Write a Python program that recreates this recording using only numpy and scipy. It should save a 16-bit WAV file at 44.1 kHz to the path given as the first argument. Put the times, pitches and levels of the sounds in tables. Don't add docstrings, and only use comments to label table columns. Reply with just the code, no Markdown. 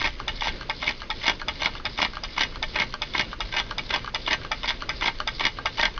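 import sys
import numpy as np
from scipy import signal
from scipy.fft import rfft, irfft
from scipy.io import wavfile
from scipy.ndimage import uniform_filter1d

SR = 44100
rng = np.random.default_rng(int(sys.argv[2]) if len(sys.argv) > 2 else 0)


def invert_db(level):
    return 10 ** (np.asarray(level, dtype=float) / 20)


def master_out(mix):
    frames = np.transpose(np.atleast_2d(mix))
    ceiling = np.clip(frames, -1, 1)
    pcm = np.round(ceiling * 32767).astype(np.int16)
    wavfile.write(sys.argv[1], SR, pcm)


N = 264159
BLOW_N = 2400

# start_s [s], peak_db [dB], low_modes_db [dB], high_modes_db [dB]
CLACK_TIMES = [(0.28, -10, -8, -3.5), (0.697, -9, -2.5, -3), (1.102, -9.5, -0.5, -1),
               (1.483, -9, -1.5, -0.5), (1.853, -9.5, -3, 0.5), (2.236, -13, 0, 4), (2.627, -9, -3.5, -1),
               (3.019, -10, -4.5, 0.5), (3.405, -10.5, -1.5, 0.5), (3.782, -9, -3.5, 1),
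               (4.146, -8.5, -4.5, 1), (4.516, -8, -1.5, -2), (4.892, -8, -6.5, -3.5),
               (5.275, -7.5, -2.5, 2), (5.657, -7.5, -1.5, 0.5)]
CAN_PITCHES = [615, 740, 850, 910, 1140, 1258, 1405, 1575, 1785, 1890, 2010, 2110, 2212, 2375, 2518, 2870,
               2966, 3180, 3331, 3423, 3670, 4050, 4350, 4740, 4960, 5270, 5790]
# level_db [dB], fall_by_60_db_s [s]
CAN_FADES = [(-5, 0.065), (-7.5, 0.041), (-4.5, 0.084), (-3, 0.058), (-1, 0.045), (-5.5, 0.088),
             (-3, 0.036), (-4, 0.073), (-6.5, 0.059), (-5.5, 0.069), (-8.5, 0.066), (5, 0.025),
             (3.5, 0.034), (-5, 0.05), (-3, 0.037), (-5.5, 0.084), (-7, 0.046), (-17.5, .07), (-0.5, 0.044),
             (-10, 0.068), (-2, 0.026), (-14, 0.083), (-10, 0.031), (-6.5, 0.034), (-17.5, 0.041),
             (-5.5, 0.022), (-15.5, 0.044)]
# pitch_hz [Hz], level_db [dB], fall_by_60_db_s [s]
WIRE_SNAP = [(629, -8, 0.011), (923, 3.5, 0.018), (1290, -12, 0.021), (1797, -8.5, 0.01), (2140, -6, 0.02),
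             (2410, -6, 0.009), (2894, -1.5, 0.0078), (3555, -4.5, 0.01), (4120, -6.5, 0.01),
             (4980, -5, 0.0098), (5965, -19, 0.017)]
# touch_s [s], knock_s [s]
SWING_TIMES = [(0, .0153), (.4081, .4211), (.8184, .8287), (1.2365, 1.2426), (1.6045, 1.6205),
               (1.9761, 1.9885), (2.364, 2.3797), (2.7454, 2.7592), (3.1367, 3.1506), (3.5247, 3.5399),
               (3.8931, 3.9062), (4.2636, 4.2789), (4.632, 4.6434), (5.0101, 5.0238), (5.3958, 5.4089),
               (5.7823, 5.7954)]
# touch_db [dB], knock_db [dB]
SWING_LEVELS = [(-23, -14), (-16.5, -14.5), (-23.5, -14.5), (-22.5, -20), (-26, -16), (-19.5, -13),
                (-26, -12.5), (-24, -12.5), (-21, -12.5), (-20.5, -18.5), (-26.5, -15.5), (-17.5, -11.5),
                (-17.5, -17.5), (-17.5, -12.5), (-15, -11), (-16.5, -11.5)]
# first_s [s], second_s [s], third_s [s]
BEAT_TIMES = [(.0429, .0533, .0606), (.4583, .4704, .4808), (.8678, .8769, .8905), (1.2664, 1.2796, 1.2958),
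              (1.6471, 1.6576, 1.6726), (2.0173, 2.0272, 2.0477), (2.408, 2.4168, 2.4335),
              (2.7874, 2.7992, 2.8176), (3.18, 3.195, 3.2095), (3.5674, 3.5824, 3.5981),
              (3.9393, 3.9455, 3.9601), (4.3088, 4.3188, 4.3296), (4.679, 4.6899, 4.7042),
              (5.0585, 5.0673, 5.0793), (5.4393, 5.452, 5.4655), (5.8303, 5.8532, 5.8647)]
# first_db [dB], second_db [dB], third_db [dB], low_modes_db [dB], high_modes_db [dB]
BEAT_LEVELS = [(-14, -14, -14, -13, -4), (-18.5, -15, -15.5, -2.5, -0.5), (-26, -12, -13.5, -16.5, -1),
               (-15, -6, -9, -6, 2), (-16.5, -9, -18, -4, 3), (-12.5, -8, -11.5, -15, -1),
               (-10, -13, -12, -13.5, .5), (-15.5, -11, -14, -14.5, -11), (-14, -9.5, -13.5, -12.5, 2),
               (-13, -16.5, -11.5, -11, 3), (-12.5, -13.5, -13.5, -6.5, 0), (-13, -13, -10, -15, -6),
               (-14.5, -15.5, -19, -12, .5), (-12, -19.5, -10.5, 0, 1), (-16, -7.5, -9.5, -11.5, 1.5),
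               (-7, -9.5, -19.5, -10, -1)]


def evened(x):
    return x / np.sqrt(np.mean(x ** 2) + 1e-20)


def ring(modes, low_db, high_db, spread_db, rise):
    hz, db, t60 = np.transpose(modes)[:, :, None]
    t = np.arange(BLOW_N) / SR
    luck = rng.standard_normal((len(modes), 3))
    tilt_db = np.interp(hz, [1300, 1700, 2600, 3100], [low_db, 0, 0, high_db])
    level_db = db + tilt_db + spread_db * luck[:, :1] - 60 * t / t60
    gain = np.exp(np.float32(level_db * np.log(10) / 20))
    pitch_hz = hz + 0.57 / t60 * luck[:, 1:2]
    waves = gain * np.sin(np.float32(2 * np.pi * pitch_hz * t + 2 * luck[:, 2:]))
    fade_out = np.minimum(4 * (1 - t / t[-1]), 1)
    return waves.sum(0) * (1 - np.exp(-t / rise)) * fade_out


def ring_can(low_db, high_db, spread_db, rise):
    return ring(np.c_[CAN_PITCHES, CAN_FADES], low_db, high_db, spread_db, rise)


def blows(table, snap, db, can_db, spread_db, can_rise, snap_rise, crack_db=-60):
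    out = np.zeros(N + BLOW_N)
    t = np.arange(BLOW_N) / SR
    for s, peak_db, low_db, high_db in table:
        crack = np.diff(rng.standard_normal(BLOW_N + 1))
        crack *= invert_db(crack_db + high_db - 60 * t / .012) * (1 - np.exp(-t / .001))
        sound = crack + ring(snap, low_db, high_db, spread_db, snap_rise)
        sound += invert_db(can_db) * ring_can(low_db, high_db, 4.2, can_rise)
        at = round(max(s, 0) * SR)
        out[at:at + BLOW_N] += invert_db(peak_db + db) * sound / abs(sound).max()
    return out[:N]


def contacts(s, peak_db, tilt):
    luck_db = 3 * rng.standard_normal((len(s), 2))
    return np.c_[s, peak_db, np.add(tilt, luck_db)]


def clack():
    # pitch_hz [Hz], level_db [dB], fall_by_60_db_s [s]
    pin_snap = [(898, 1.5, 0.013), (1269, -4.5, 0.055), (2350, -6.5, 0.016), (3562, 4, 0.016),
                (4954, -3, 0.019), (6060, -12.5, 0.018)]
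    # pitch_hz [Hz], level_db [dB], fall_by_60_db_s [s]
    rod_thud = [(700, 2.5, 0.015), (879, -3, 0.11)]
    # pitch_hz [Hz], level_db [dB], fall_by_60_db_s [s]
    wall_rebound = [(1292, -2.5, 0.016), (1918, -4.5, 0.015), (2130, -1, 0.0047), (2302, 6, 0.013),
                    (2838, 0.5, 0.01)]

    def shifted(s):
        return np.add(CLACK_TIMES, [s, 0, 0, 0])

    out = blows(CLACK_TIMES, pin_snap, db=-3.5, can_db=-11.5, spread_db=4.0,
                can_rise=0.0013, snap_rise=0.00027, crack_db=-12.5)
    out += blows(shifted(-.0052), rod_thud, db=-18.5, can_db=-19.5, spread_db=-2.5,
                 can_rise=0.0039, snap_rise=0.001)
    out += blows(shifted(.0045), wall_rebound, db=-9.5, can_db=-8.0, spread_db=2.0,
                 can_rise=0.0011, snap_rise=0.0016)
    out += blows(shifted(0.011), wall_rebound, db=-10.5, can_db=-7.0, spread_db=4.0,
                 can_rise=0.001, snap_rise=0.00054)
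    return out


def rattle_blows():
    knock_tilt, bounce_tilt = (-1.9, -4.5), (3.3, -1.9)
    graze_s, graze_db = .003, -6
    settle_s, settle_db = 0.022, -1.5
    lull_db = -0.5
    knock, knock_db = np.transpose(SWING_TIMES)[1], np.transpose(SWING_LEVELS)[1]
    first, second, third = np.transpose(BEAT_TIMES)
    beat_db, tilt = np.array(BEAT_LEVELS)[:, :3].T, np.array(BEAT_LEVELS)[:, 3:]

    rows = [contacts(knock, knock_db, knock_tilt)]
    for s, db in zip([first, second, third], beat_db):
        rows.append(contacts(s, db, tilt))
    rows.append(contacts(knock - graze_s, knock_db + graze_db, knock_tilt))
    rows.append(contacts(first - graze_s, beat_db[0] + graze_db, tilt))

    end = third + settle_s
    middle = (third + end) / 2
    gaps = [(knock, first, lull_db), (first, second, 0), (second, third, 0),
            (third, middle, settle_db / 2), (middle, end, settle_db)]
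    for a, b, fade_db in gaps:
        place = rng.uniform(.3, .8, len(a))
        bounce_db = -11.5 + 2 * rng.standard_normal(len(a))
        rows.append(contacts(a + (b - a) * place, beat_db.mean(0) + bounce_db + fade_db, bounce_tilt))
    return np.vstack(rows)


def rattle():
    return blows(rattle_blows(), WIRE_SNAP, db=0.5, can_db=-11.0, spread_db=3.5,
                 can_rise=0.00074, snap_rise=0.00063, crack_db=-19.0)


def table_thump(rattling):
    return signal.lfilter(*signal.butter(2, [210, 450], "band", fs=SR), abs(rattling))


def tick_blows():
    # start_s [s], peak_db [dB], high_modes_db [dB], drag_db [dB]
    reversals = [(0.2005, -19.5, -1.5, -40), (.611, -22.5, -2, -37), (1.0186, -17.5, 0, -31),
                 (1.4153, -18.5, -3.5, -28), (1.752, -21, -1.5, -41), (2.1695, -16, -4, -29),
                 (2.5579, -20, 0.5, -39), (2.9401, -13.5, 0.7, -28), (3.33, -19.5, -7, -31),
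                 (3.7101, -14, -2, -28), (4.076, -19.5, -13, -23.5), (4.4487, -17.5, 0.5, -30),
                 (4.8215, -15.5, 2, -26), (5.2023, -11, 2.5, -27), (5.5869, -19, -14, -26.5),
                 (5.9779, -14.5, -3, -28)]
    # start_s [s], peak_db [dB], low_modes_db [dB], high_modes_db [dB]
    stray_catches = [
        (.6304, -26, 13, 0),
        (2.1344, -22.5, 2, -4),
        (2.524, -31, 7, -2.5),
        (4.0453, -20.5, 6.5, -1.5),
        (4.415, -24, 0, -7),
        (0.2, -25.5, 11, -5),
        (1.7985, -28, 9, -6),
        (0.5, -29, -2, 6),
    ]
    s, db, high_db, drag_db = np.transpose(reversals)
    one = np.ones(len(s))
    tick = np.c_[s, db, 8 * one, high_db]
    drag = np.c_[s - .0155, drag_db, np.outer(one, (-10, -1.5))]
    bounce = np.c_[np.minimum(s + 0.012, N / SR), db - 14.5, np.outer(one, (1.5, -15.5))]
    return np.vstack([tick, drag, bounce, stray_catches])


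def ticks():
    # pitch_hz [Hz], level_db [dB], fall_by_60_db_s [s]
    rod_snap = [(896, -10, 0.012), (1182, 1.5, 0.021), (1449, -7.5, 0.06), (1618, -2.5, 0.051),
                (2440, -5.5, 0.013), (3004, 7, 0.0099), (4366, 7.5, 0.0092), (5700, 1, 0.0038)]
    return blows(tick_blows(), rod_snap, db=-1.5, can_db=-11.0, spread_db=2.5,
                 can_rise=0.0083, snap_rise=0.00026, crack_db=-3.5)


def touches():
    # pitch_hz [Hz], level_db [dB], fall_by_60_db_s [s]
    light_snap = [(1240, -9.5, .015), (2170, -5, .015), (2950, -5, 0.025), (3530, 0.5, 0.021),
                  (5000, -2, 0.0055), (5800, -9, 0.0074)]
    table = contacts(np.transpose(SWING_TIMES)[0], np.transpose(SWING_LEVELS)[0], (-1.5, .5))
    return blows(table, light_snap, db=0.5, can_db=-14.0, spread_db=2.0,
                 can_rise=.0015, snap_rise=0.00057, crack_db=-9.5)


def flicks():
    # start_s [s], peak_db [dB]
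    rim_flicks = [(.0266, -16), (.4345, -17), (.8426, -19), (1.2491, -26), (1.6324, -19), (2.003, -19),
                  (2.3937, -16), (2.773, -28), (3.1616, -22), (3.5526, -38), (4.294, -28), (4.6578, -23),
                  (5.0365, -28), (5.423, -23), (5.8127, -8.5)]
    # pitch_hz [Hz], level_db [dB], fall_by_60_db_s [s]
    rim_snap = [(2900, -4.5, .005), (3600, 7.5, 0.0062), (4500, 0, 0.0088), (5460, -10, 0.0035)]
    edges = np.c_[np.ravel(BEAT_TIMES) + .0015, np.array(BEAT_LEVELS)[:, :3].ravel() - 6]
    table = [(s, db, -6., 0) for s, db in np.r_[rim_flicks, edges]]
    return blows(table, rim_snap, db=-1.5, can_db=-24.0, spread_db=3.0,
                 can_rise=.0008, snap_rise=.0001, crack_db=-13.0)


def crank_turn():
    s = np.array(CLACK_TIMES)[:, 0]
    s = np.r_[2 * s[0] - s[1], s, 2 * s[-1] - s[-2]]
    return np.interp(np.arange(N) / SR, s, np.arange(len(s))) % 1


def chatter():
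    # share_of_turn [0 to 1 after the clack], level_db [dB]
    turn_levels = [(0, -42.5), (0.04, -42), (0.119, -47.5), (.26, -48.5), (0.326, -37), (.37, -32.5),
                   (.43, -33), (.5, -26), (.56, -43), (0.639, -48), (0.719, -51.5), (0.781, -43),
                   (.86, -50), (0.952, -66), (0.999, -49)]
    hits = rng.random(N) < 700 / SR
    size = invert_db(4.1 * np.minimum(rng.exponential(1, N), 4)) * hits
    size = evened(size) * invert_db(np.interp(crank_turn(), *np.transpose(turn_levels)))
    spot = rng.integers(0, 8, N)
    out = np.zeros(N)
    for k in range(8):
        shape = ring_can(-1.3, -1.5, 4.7, 0.00024)
        shape = shape + invert_db(7.5) * ring(WIRE_SNAP, -9.5, 2.4, 8.5, 0.00013)
        out += signal.oaconvolve(size * (spot == k), shape / np.linalg.norm(shape))[:N]
    return out


def slide():
    # share_of_turn [0 to 1 after the clack], level_db [dB]
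    slide_levels = [(0, -59.5), (.2, -45.5), (0.498, -56.5), (.7, -53), (.92, -66), (0.997, -57.5)]
    band = signal.butter(5, [3300, 5250], "band", fs=SR, output="sos")
    hiss = evened(signal.sosfilt(band, rng.standard_normal(N)))
    grip = evened(uniform_filter1d(rng.standard_normal(N), 250))
    return hiss * invert_db(np.interp(crank_turn(), *np.transpose(slide_levels)) + 3.1 * grip)


def table_and_room(x):
    taps = np.zeros(9000)
    at = np.arange(100, 8980, 20) + rng.integers(0, 20, 444)
    taps[at] = rng.choice([-1., 1.], 444) * invert_db(-60 * at / SR / 0.13)
    return signal.oaconvolve(x, taps / np.linalg.norm(taps))[:N]


def coloured(points):
    hz, db = np.transpose(points)
    bins = np.fft.rfftfreq(N, 1 / SR)
    gain = invert_db(np.interp(np.log(bins + 1), np.log(hz + 1), db))
    return evened(irfft(rfft(rng.standard_normal(N)) * gain, N))


def steady_tones(table):
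    t = np.arange(N) / SR
    return sum(invert_db(db) * np.sqrt(2) * np.sin(2 * np.pi * hz * t) for hz, db in table)


def background():
    # pitch_hz [Hz], level_db [dB per Hz]
    room_colour = [(8.8, -25), (15, 14), (44, 5), (97, 2.5), (542, -5), (860, -17.5), (1000, -11.5),
                   (2340, -14.5), (2650, -14), (3520, -15.5), (4910, -16), (6180, -38.5), (6850, -64),
                   (8900, -83), (15100, -120)]
    # pitch_hz [Hz], level_db [dB]
    hum_tones = [
        (120, -54.5),
        (246, -60),
    ]
    lumps = coloured([(8, -26.5), (18, 5), (45, -1.5), (65, -9.5), (90, -33.5), (200, -55.5), (20000, -120)])
    sway = evened(uniform_filter1d(rng.standard_normal(N), 4900))
    rumble = lumps * invert_db(-40.5 + 2.5 * sway)
    drift = evened(uniform_filter1d(rng.standard_normal(N), 3000))
    room = invert_db(-42.0 + 1.8 * drift) * coloured(room_colour)
    return room + rumble + steady_tones(hum_tones)


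def air():
    band = signal.butter(3, (5530, 6440), "band", fs=SR, output="sos")
    return invert_db(-70) * evened(signal.sosfilt(band, rng.standard_normal(N)))


def scene():
    rattling = rattle()
    engine = clack() + rattling + invert_db(-3.5) * table_thump(rattling)
    engine = engine + ticks() + touches() + flicks() + chatter() + slide()
    heard = engine + invert_db(-12.0) * table_and_room(engine)
    mic_edge = signal.butter(8, 6300, fs=SR, output="sos")
    return (signal.sosfilt(mic_edge, heard) + background() + air())[None]


def top_cut(x):
    return signal.sosfilt(signal.butter(12, 12500, fs=SR, output="sos"), x)


def record(dry):
    # pitch_hz [Hz], level_db [dB]
    whine_tones = [(8269, -105), (9647, -107), (11025, -91.5), (12403, -106)]
    overloaded = 0.63 * np.tanh(dry / 0.62)
    low_pass = signal.firwin(241, 6950, window=("kaiser", 7.5), fs=SR)
    limited = signal.oaconvolve(overloaded, low_pass[None], "same")
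    noise = invert_db(-91) * rng.standard_normal(N)
    mix = limited + steady_tones(whine_tones) + noise - .0008
    return top_cut(mix)


dry = scene()
out = record(dry)
master_out(out)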